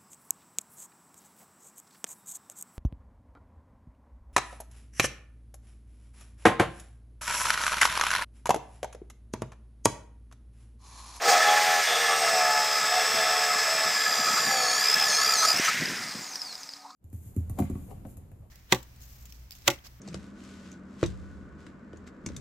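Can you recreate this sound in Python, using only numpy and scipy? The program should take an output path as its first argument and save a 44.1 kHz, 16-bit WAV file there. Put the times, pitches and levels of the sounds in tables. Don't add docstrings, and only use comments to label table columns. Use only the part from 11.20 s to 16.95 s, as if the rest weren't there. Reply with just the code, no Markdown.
import sys
import numpy as np
from scipy import signal
from scipy.fft import rfft, irfft
from scipy.io import wavfile
from scipy.ndimage import uniform_filter1d

SR = 44100
rng = np.random.default_rng(int(sys.argv[2]) if len(sys.argv) > 2 else 0)


def wav_out(sig):
    wavfile.write(sys.argv[1], SR, np.round(np.clip(np.atleast_2d(sig).T, -1, 1) * 32767).astype(np.int16))


N = 253575
TIME = np.arange(N) / SR
THROUGH_S, OFF_S = 4.3, 4.45
LIPS, CHUCK_TEETH, PINION_TEETH, SLOTS = 2, 72, 5, 12
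SLOTS_PER_TURN = SLOTS * CHUCK_TEETH / PINION_TEETH
FREE_SPEED = 42
BAND_LIMIT_HZ = 15600

# t/s, speed/(turns/s)
DRIVEN_SPEED = [(0, 40.5), (.2, 40.1), (.3, 41.5), (.45, 41.7), (1.03, 38.05), (1.24, 36.15), (1.62, 35.5),
                (1.8, 36.75), (2.2, 36.25), (2.4, 35.7), (2.55, 36.3), (2.69, 36.0), (2.78, 34.4),
                (2.94, 33.65), (3.14, 34.1), (3.35, 32.5), (3.46, 30.8), (3.53, 30.8), (3.69, 34.9),
                (3.76, 35.8), (3.84, 35.7), (3.91, 29.9), (3.96, 29.4), (4.05, 32.6), (4.125, 33.9),
                (4.185, 28), (4.215, 28.2), (4.28, 33.4), (4.33, 33.8), (4.45, 42.9)]
# f/Hz, level/dB
RUB_SPECTRUM = [(100, -100), (400, 2), (900, 8), (2400, 6.5), (3000, -3.5), (4200, 7), (5100, 13),
                (5700, 10), (6800, 7), (8200, 3.5), (10000, -6), (12500, -7.5), (15500, -7.5)]


def amp(db):
    return 10 ** (np.asarray(db) / 20)


def unit(x):
    return x / np.sqrt(np.mean(abs(x) ** 2) + 1e-20)


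def curve(rows, axis=1):
    rows = np.asarray(rows)
    return np.interp(TIME, rows[:, 0], rows[:, axis])


def level(rows, axis=1):
    outside = np.maximum(rows[0][0] - TIME, 0) + np.maximum(TIME - rows[-1][0], 0)
    return amp(curve(rows, axis)) * np.exp(-outside / 0.071)


def response(points, hz):
    f, db = np.transpose(points)
    return amp(np.interp(np.log(hz + 1), np.log(f), db))


def colour(x, points):
    return unit(irfft(rfft(x) * response(points, np.fft.rfftfreq(N, 1 / SR)), N))


def wander(rate_hz):
    steps = rng.standard_normal(N // 16)
    hz = np.fft.rfftfreq(len(steps), 16 / SR)
    slow = irfft(rfft(steps) / (1 + (hz / rate_hz) ** 2), len(steps))
    return np.interp(TIME, np.linspace(0, TIME[-1], len(slow)), unit(slow))


def flutter(rate_hz):
    return wander(rate_hz) + 1j * wander(rate_hz)


def band(hz, width_hz):
    return (flutter(width_hz) * np.exp(2j * np.pi * hz * TIME)).real


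def bursts(rows, rise_s, release_s, fade_db):
    out = np.zeros(N)
    for start, length, db in rows:
        t = np.maximum(TIME - start, 0)
        held = amp(db + fade_db * np.minimum(t / length, 1))
        release = np.exp(-np.maximum(t - length, 0) / release_s)
        out = np.maximum(out, np.minimum(t / rise_s, 1) * held * release)
    return out


def add(mix, s, sound):
    part = mix[max(round(s * SR), 0):][:len(sound)]
    part += sound[:len(part)]


def strokes(angle, depth):
    return np.exp(depth * np.cos(LIPS * angle))


def powered(rise_s=0.024, release_s=0.041):
    return np.minimum(TIME / rise_s, 1) * np.exp(-np.maximum(TIME - OFF_S, 0) / release_s)


def chuck_speed(start_share=.54, spin_up_s=.018, drag_s=1.92, inertia_s=.04):
    friction = 21.75
    driven = curve(DRIVEN_SPEED) * (1 - (1 - start_share) * np.exp(-TIME / spin_up_s))
    coast = np.exp(-np.maximum(TIME - OFF_S, 0) / drag_s)
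    return uniform_filter1d(driven * coast - friction * drag_s * (1 - coast), round(inertia_s * SR))


def workshop():
    # f/Hz, level/dB
    tones = [(212, -74), (276, -65), (742, -61.5), (1250, -58.5)]
    return sum(amp(db) * band(hz, width_hz=9) for hz, db in tones)


def draught(speed):
    # t/s, length/s, level/dB
    gust_rows = [(1.93, 0.031, -35.5), (2.64, 0.03, -40), (2.96, 0.11, -47.5), (3.06, 0.27, -43.5),
                 (3.24, 0.2, -45.5), (3.52, 0.092, -48), (3.75, 0.058, -51), (4.21, 0.044, -51),
                 (4.33, 0.032, -38), (4.57, 0.17, -35), (4.73, 0.11, -43), (4.92, 0.098, -46)]
    # f/Hz, level/dB
    spectrum = [(25, -27), (60, -22), (110, -3), (170, 5), (240, 3.5), (350, -2), (600, -9), (2000, -75)]
    gusts = amp(-1) * bursts(gust_rows, rise_s=.03, release_s=.025, fade_db=-3)
    early = np.interp(TIME, [.8, 1.1], [1, 0])
    breeze = amp(-55 + 2 * wander(0.29) - 9 * early) * speed / FREE_SPEED
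    buffet = colour(rng.standard_normal(N) * np.exp(.42 * wander(37)), spectrum)
    puff_time = (TIME - 4.3985) / 0.00091
    low_cut = signal.butter(2, 130, "high", fs=SR, output="sos")
    puff = signal.sosfilt(low_cut, -puff_time * np.exp(-puff_time ** 2))
    return np.hypot(gusts, breeze) * buffet + amp(-12.5) * puff


def bearings(speed):
    # f/Hz, level/dB
    spectrum = [(25, -28), (70, -27), (150, -25), (260, -26), (360, -33), (600, -2), (780, 5.5), (1000, 13),
                (1260, -17), (1450, 9), (2100, 2), (3000, -2.5), (9000, -9)]
    return amp(-47) * (speed / speed.max()) ** 0.96 * colour(rng.standard_normal(N), spectrum)


def fan(speed, angle, lift_s=0.45, whirr_per_turn=50):
    # f/Hz, level/dB
    spectrum = [(200, -24), (450, -49), (750, -49), (1400, 0), (1800, 5.5), (2200, 4), (2900, -2.5),
                (4000, -5), (5000, -17), (6300, -8), (9000, -20.5), (15000, -27)]
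    lifted = np.clip((TIME - THROUGH_S) / lift_s, 0, 1)
    whoosh = amp(-28.5 + 2 * lifted) * colour(rng.standard_normal(N), spectrum)
    whirr = (flutter(130) * np.exp(1j * whirr_per_turn * angle)).real
    vent_ring = band(2050, width_hz=110)
    return (speed / FREE_SPEED) ** 3.97 * (whoosh + lifted * amp(-33) * (whirr + vent_ring))


def brushes(speed, angle, inrush_db=10, inrush_s=0.42):
    seated = np.interp(TIME, [.007, .02], [0, 1])
    rub = amp(-36) * (speed / FREE_SPEED) ** 0.89
    sparks = amp(-33 + inrush_db * np.exp(-TIME / inrush_s)) * powered(rise_s=0.083, release_s=0.087)
    hiss = rng.standard_normal(N) * strokes(angle, 0.014 * powered()) * np.exp(.11 * wander(27))
    return seated * np.hypot(rub, sparks) * colour(hiss, RUB_SPECTRUM)


def armature(speed, angle):
    # f/Hz, level/dB
    spectrum = [(4400, 22), (5300, 23), (7000, -5), (8500, -10), (10500, -13), (12000, -13.5), (13500, -8),
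                (15500, -14)]
    strain = np.clip((FREE_SPEED - curve(DRIVEN_SPEED)) / 8, 0, 1)
    side_tones = 1 + 1.1 * np.cos(5 * angle)
    whistle = amp(-18) * side_tones * (1 + .5 * flutter(13))
    octave = (1 + .5 * flutter(130)) * np.exp(.7j * strain * wander(150))
    out = np.zeros(N)
    for k, envelope in ((1, whistle), (2, octave)):
        per_turn = k * SLOTS_PER_TURN
        out += response(spectrum, per_turn * speed) * (envelope * np.exp(1j * per_turn * angle)).real
    return amp(-58 + 21 * strain) * powered() * out


def coasting(speed, angle):
    # f/Hz, level/dB
    housing = [(2500, -88), (3400, -68), (3900, -46), (4300, -35.5), (5500, -38), (7000, -40.5),
               (8000, -51), (9300, -51), (10300, -60), (11500, -54), (13000, -57), (15500, -59)]
    bearing_play = np.interp(speed, [0, FREE_SPEED], [.14, .34]) * wander(150)
    out = np.zeros(N)
    for k in (1, 2, 4, 6, 8):
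        per_turn = k * SLOTS_PER_TURN
        hz = per_turn * speed
        gain = amp(-11 if k == 1 else -3.2 * (k / 2 - 1) ** 1.2) * response(housing, hz)
        tone = (1 + .75 * flutter(130)) * np.exp(1j * (per_turn * angle + k * bearing_play))
        out += gain * (hz < BAND_LIMIT_HZ) * tone.real
    return (TIME > OFF_S) * (1 - powered()) * (speed / FREE_SPEED) ** 0.8 * out


def rotor_squeak():
    # t/s, f/Hz, level/dB
    glide = [(5.61, 880, -64), (5.635, 902, -48), (5.655, 897, -45), (5.675, 987, -52), (5.705, 1104, -45),
             (5.735, 1145, -57)]
    phase = 2 * np.pi * np.cumsum(curve(glide)) / SR + wander(105)
    shrill = amp(-9) * np.interp(TIME, [5.66, 5.73], [0, 2])
    tone = np.sin(phase) + shrill * (np.sin(4 * phase) + np.sin(6 * phase) / 2)
    return level(glide, axis=2) * tone * (1 + wander(75))


def gear_ticks(speed, rattle_per_s=150, blow_s=.0008, rebound_s=.006):
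    # f/Hz, level/dB, t60/s
    modes = [(2260, -14, 0.02), (4100, -27, 0.0093), (4800, -8, 0.012), (4960, 3, 0.028), (5070, 5, 0.018),
             (5500, -10, 0.009), (6300, -18, 0.01), (7870, -15, 0.008), (9200, -4, 0.008),
             (12100, -18, .008)]
    # t/s, peak level/dB
    knocks = [(4.6376, -24), (4.6563, -21), (4.685, -25), (4.774, -28), (4.8364, -26), (4.8933, -27),
              (5.135, -30), (5.1562, -22), (5.2173, -22), (5.293, -30), (5.3272, -31), (5.3535, -26.5),
              (5.3784, -35), (5.4325, -28), (5.4909, -29.5), (5.5362, -26), (5.5648, -36)]
    t = TIME[:1024]
    ring = sum(amp(db - 60 * t / t60) * np.sin(2 * np.pi * hz * t) for hz, db, t60 in modes)
    ring /= np.linalg.norm(ring)
    ring[:2] += [.1, -.1]
    sizes = rng.choice([-1, 1], N) * amp(4 * np.minimum(rng.exponential(1, N), 3))
    taps = sizes * (rng.random(N) < rattle_per_s / SR)
    rattle = unit(signal.oaconvolve(taps, ring)[:N])
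    out = amp(-41) * (TIME > OFF_S) * (1 - powered()) * (speed / FREE_SPEED) ** 1.1 * rattle
    contact = np.exp(-t / blow_s) + amp(-17) * np.exp(-t / rebound_s)
    for s, db in knocks:
        knock = signal.fftconvolve(rng.standard_normal(len(t)) * contact, ring)
        add(out, s, amp(db) * knock / abs(knock).max())
    return out


def gear_whine(speed, angle):
    # t/s, level/dB
    loudness = [(0, -70), (.25, -41.5), (.8, -35), (1.15, -30.5), (2.3, -30), (3.3, -29.5), (3.58, -28),
                (3.7, -23.5), (3.95, -27.5), (4.11, -24.5), (4.18, -26), (4.315, -26), (4.345, -33)]
    # f/Hz, level/dB
    housing = [(2000, -24), (2700, 5.5), (3800, 6), (4400, 11), (4800, 11), (5100, 16.5), (5400, 6.5),
               (5900, 18.5), (6400, 12.5), (7900, 7), (9000, 2.5), (10400, -8.5), (12000, 0), (13200, -4),
               (15500, -6)]
    # t/s, length/s, level/dB
    snag_rows = [(4.27, 0.06, -22), (4.358, 0.041, -22.5), (4.44, 0.035, -24.5)]
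    grab_s, loose_s = (3.2, 3.7), 4.41
    load = np.clip((FREE_SPEED - speed) / 5 + (TIME > THROUGH_S), .1, 1)
    grab = np.interp(TIME, grab_s, [0, 1])
    skip = grab * np.interp(speed, [31.5, 35], [0, 1]) * (TIME < loose_s)
    grind = grab * (1 - skip) + (TIME > loose_s)
    jitter = .27 * (.1 + .5 * grab + .25 * grind) * wander(90)
    twist = .45 * np.sin(LIPS * angle)
    mesh_phase = CHUCK_TEETH * angle + load * (jitter + twist)
    harmonics = {1: 1,
                 2: amp(2) * load ** 2,
                 3: amp(2 - 7 * skip) * (.6 + .4 * load),
                 4: amp(6 * (0.5 - load) + 4 * grab),
                 5: amp(-grab) * np.sqrt(load),
                 6: amp(-3)}
    grit = amp(-5) * (.15 + 1.8 * grind + 2 * (1 - load)) * rng.standard_normal(N)
    ring = amp(-11) * load * band(5090, width_hz=45)
    teeth = grit + ring
    runout = .8 * load * (1 - .6 * grab)
    for k, gain in harmonics.items():
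        grain = .22 * (2 - load) * flutter(90)
        rasp = .45 * load * (.4 + .6 * grab) * flutter(260)
        contact = 1 + grain + rasp
        for side in (-3, -2, -1, 1, 2, 3):
            drift = 2 * np.pi * rng.random() + 1.2 * wander(1.5)
            contact += runout * np.exp(1j * (side * LIPS * angle + drift)) / (1 + abs(side)) ** .8
        pinion = 1 + amp(-15) * (1 + wander(31)) * np.cos(CHUCK_TEETH / PINION_TEETH * angle + k)
        teeth += gain * pinion * (contact * np.exp(1j * k * mesh_phase)).real
    depth = load * (.22 * (1 + grab / 2) + .48 * skip) * (1 + .2 * wander(30))
    throb = strokes(angle + .1 * wander(25), depth)
    whine = colour(teeth * throb, housing)
    running_rms = np.sqrt(uniform_filter1d(whine ** 2, size=4001))
    snags = bursts(snag_rows, rise_s=0.011, release_s=0.0066, fade_db=-4)
    return np.hypot(level(loudness), snags) * whine / running_rms


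def first_bite(peak_s=0.1, width_s=0.025):
    surge = np.exp(-((TIME - peak_s) / width_s) ** 2)
    return amp(-23) * surge * colour(rng.standard_normal(N), RUB_SPECTRUM)


def swarf_screech():
    # t/s, length/s, level/dB
    screeches = [(.66, 0.095, -32), (1.65, 0.45, -39.5)]
    return bursts(screeches, rise_s=0.016, release_s=0.088, fade_db=1) * band(3480, width_hz=190)


def bit_squeals(pitch_hz=1280):
    # t/s, level/dB, length/s
    squeals = [(1.087, -25.5, 0.055), (3.079, -25.5, 0.057), (3.136, -26.5, 0.033), (3.18, -22, 0.027),
               (4.233, -18.5, 0.017), (4.253, -15, 0.012), (4.304, -26.5, 0.047), (4.488, -21, 0.024)]
    swell = sum(amp(db) * np.exp(-(2 * (TIME - s) / length) ** 2) for s, db, length in squeals)
    phase = 2 * np.pi * pitch_hz * TIME + 0.51 * wander(190)
    rasp = amp(-8) * colour(rng.standard_normal(N), RUB_SPECTRUM)
    return swell * (np.sin(phase) + amp(-18) * np.sin(4 * phase) + rasp)


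def bit_scrape(angle, ridge_points=580, ridge_fade_s=1.96):
    # f/Hz, width/Hz, level/dB
    modes = [(449, 66, -3.5), (631, 120, -6.5), (734, 31, 4.5), (864, 64, -2.5), (1109, 78, 2.5),
             (1287, 164, 7), (1714, 157, 9.5), (2047, 360, -2), (2400, 69, 2), (2630, 180, -5.5),
             (3360, 400, -3.5), (3710, 160, -4.5)]
    # t/s, level/dB
    loudness = [(0, -43), (.1, -24.5), (.36, -23.5), (.45, -29.5), (.9, -28.5), (1.3, -31), (3.1, -30.5),
                (4.1, -29), (4.48, -39.5)]
    orders = np.arange(ridge_points // 2 + 1)
    ridges = unit(irfft((orders >= 12) * np.exp(2j * np.pi * rng.random(len(orders)))))
    lip_passes = LIPS * angle / (2 * np.pi)
    ridden = np.interp(lip_passes, np.arange(ridge_points) / ridge_points, ridges, period=1)
    ridge_share = 0.88 * np.exp(-TIME / ridge_fade_s) * np.minimum(TIME / 0.42, 1)
    tear = np.sqrt(ridge_share) * ridden + np.sqrt(1 - ridge_share) * rng.standard_normal(N)
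    tear_spectrum = rfft(tear * strokes(angle, depth=0.17) * np.exp(0.24 * wander(150)))
    hz = np.fft.rfftfreq(N, 1 / SR)
    frame = np.zeros(N)
    for mode_hz, width, db in modes:
        swell = amp(db + 1.8 * wander(9.9))
        resonance = np.exp(2j * np.pi * rng.random()) / (1 + ((hz - mode_hz) / (0.26 * width)) ** 2)
        frame += swell * irfft(tear_spectrum * resonance, N)
    return level(loudness) * unit(frame)


def bit_chatter(speed, angle, focus_hz=52, slip_db=-10):
    # t/s, length/s, level/dB, strongest f/Hz, roughness (0 clean, 1 or more all skid)
    bouts = [(0.027, 0.077, -29, 457, 0.7), (0.033, 0.14, -48, 275, 1.1), (0.044, 0.13, -20, 763, 0.3),
             (0.168, 0.052, -27, 630, 0.3), (0.233, 0.11, -19, 793, 0.04), (0.32, 0.27, -28, 820, 0.0),
             (0.446, 0.21, -29, 740, 0.06), (0.66, 0.54, -41, 465, .05), (0.694, 0.078, -28, 736, 0.7),
             (0.84, 0.12, -27, 750, 0.16), (0.863, 0.064, -27, 1170, 0), (0.976, 0.19, -27.5, 717, 0.44),
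             (1.121, 0.18, -24, 705, 0), (1.266, .17, -30.5, 864, 0), (1.332, 0.077, -27, 723, 0),
             (1.692, 0.13, -26.5, 706, 0.25), (1.747, 0.54, -41.5, 465, 0.14), (1.93, 0.2, -31, 693, 0.36),
             (2.06, 0.28, -31.5, 715, 0), (2.305, 0.056, -32, 1116, 0.3), (2.437, 0.23, -35.5, 646, 0.1),
             (2.867, 0.072, -36.5, 720, 0.5), (3.26, 0.26, -33, 760, 0.02), (3.303, 0.24, -39, 502, 0.14),
             (3.78, 0.13, -37, 776, 1), (4.232, 0.11, -35, 695, 0.9)]
    # f/Hz, level/dB
    spectrum = [(90, -33), (160, -18), (340, -19), (430, -1), (505, -3), (590, 0.5), (660, 7), (730, 7.5),
                (800, 2.5), (870, 5), (960, -15), (1080, -3.5), (1240, 2), (1450, -8), (1900, -22)]
    # t/s, half-length/s
    slips = [(0.642, 0.028), (0.874, 0.01), (1.62, 0.017), (2.784, 0.056), (3.64, 0.1)]
    orders = np.arange(2, 24)
    start, length, _, centre_hz, rough = np.transpose(bouts)
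    hz = np.outer(orders * LIPS, np.interp(start + length / 2, TIME, speed))
    comb = response(spectrum, hz)
    focus = np.exp(-2 * ((hz - centre_hz) / focus_hz) ** 2)
    share = (amp(-8) * comb / np.linalg.norm(comb, axis=0)) ** 2 + focus
    share /= share.sum(axis=0)
    power = np.array([bursts([row[:3]], rise_s=.05, release_s=.025, fade_db=-3) ** 2 for row in bouts])
    rough = np.clip(rough, 0, 1)
    clean_power = (share * (1 - rough)) @ power
    skid_power = (share * rough) @ power
    steady = amp(-38 - 3 * TIME) * powered()
    out = np.zeros(N)
    for k, clean, skid in zip(orders, clean_power, skid_power):
        ring = np.sqrt(2 * clean + .5 * (steady * response(spectrum, k * LIPS * speed)) ** 2)
        envelope = ring * (1 + .12 * flutter(9)) + np.sqrt(skid) * flutter(28)
        out += (envelope * np.exp(1j * (k * LIPS * angle + 2 * np.pi * rng.random()))).real
    slipping = sum(np.exp(-((TIME - s) / half_length) ** 4) for s, half_length in slips)
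    return amp(slip_db * slipping) * out


def scene():
    speed = chuck_speed()
    angle = 2 * np.pi * np.cumsum(speed) / SR
    cut = first_bite() + bit_chatter(speed, angle) + bit_scrape(angle) + bit_squeals() + swarf_screech()
    motor = brushes(speed, angle) + armature(speed, angle) + coasting(speed, angle) + bearings(speed)
    air = fan(speed, angle) + draught(speed)
    squeak = rotor_squeak()
    gears = gear_whine(speed, angle) + gear_ticks(speed)
    return np.tile(cut + motor + air + squeak + gears + workshop(), (2, 1))


def record(dry):
    low_pass = signal.firwin(511, BAND_LIMIT_HZ, window=("kaiser", 9), fs=SR)
    return signal.oaconvolve(dry, low_pass[None], "same")


dry = scene()
out = record(dry)
wav_out(out)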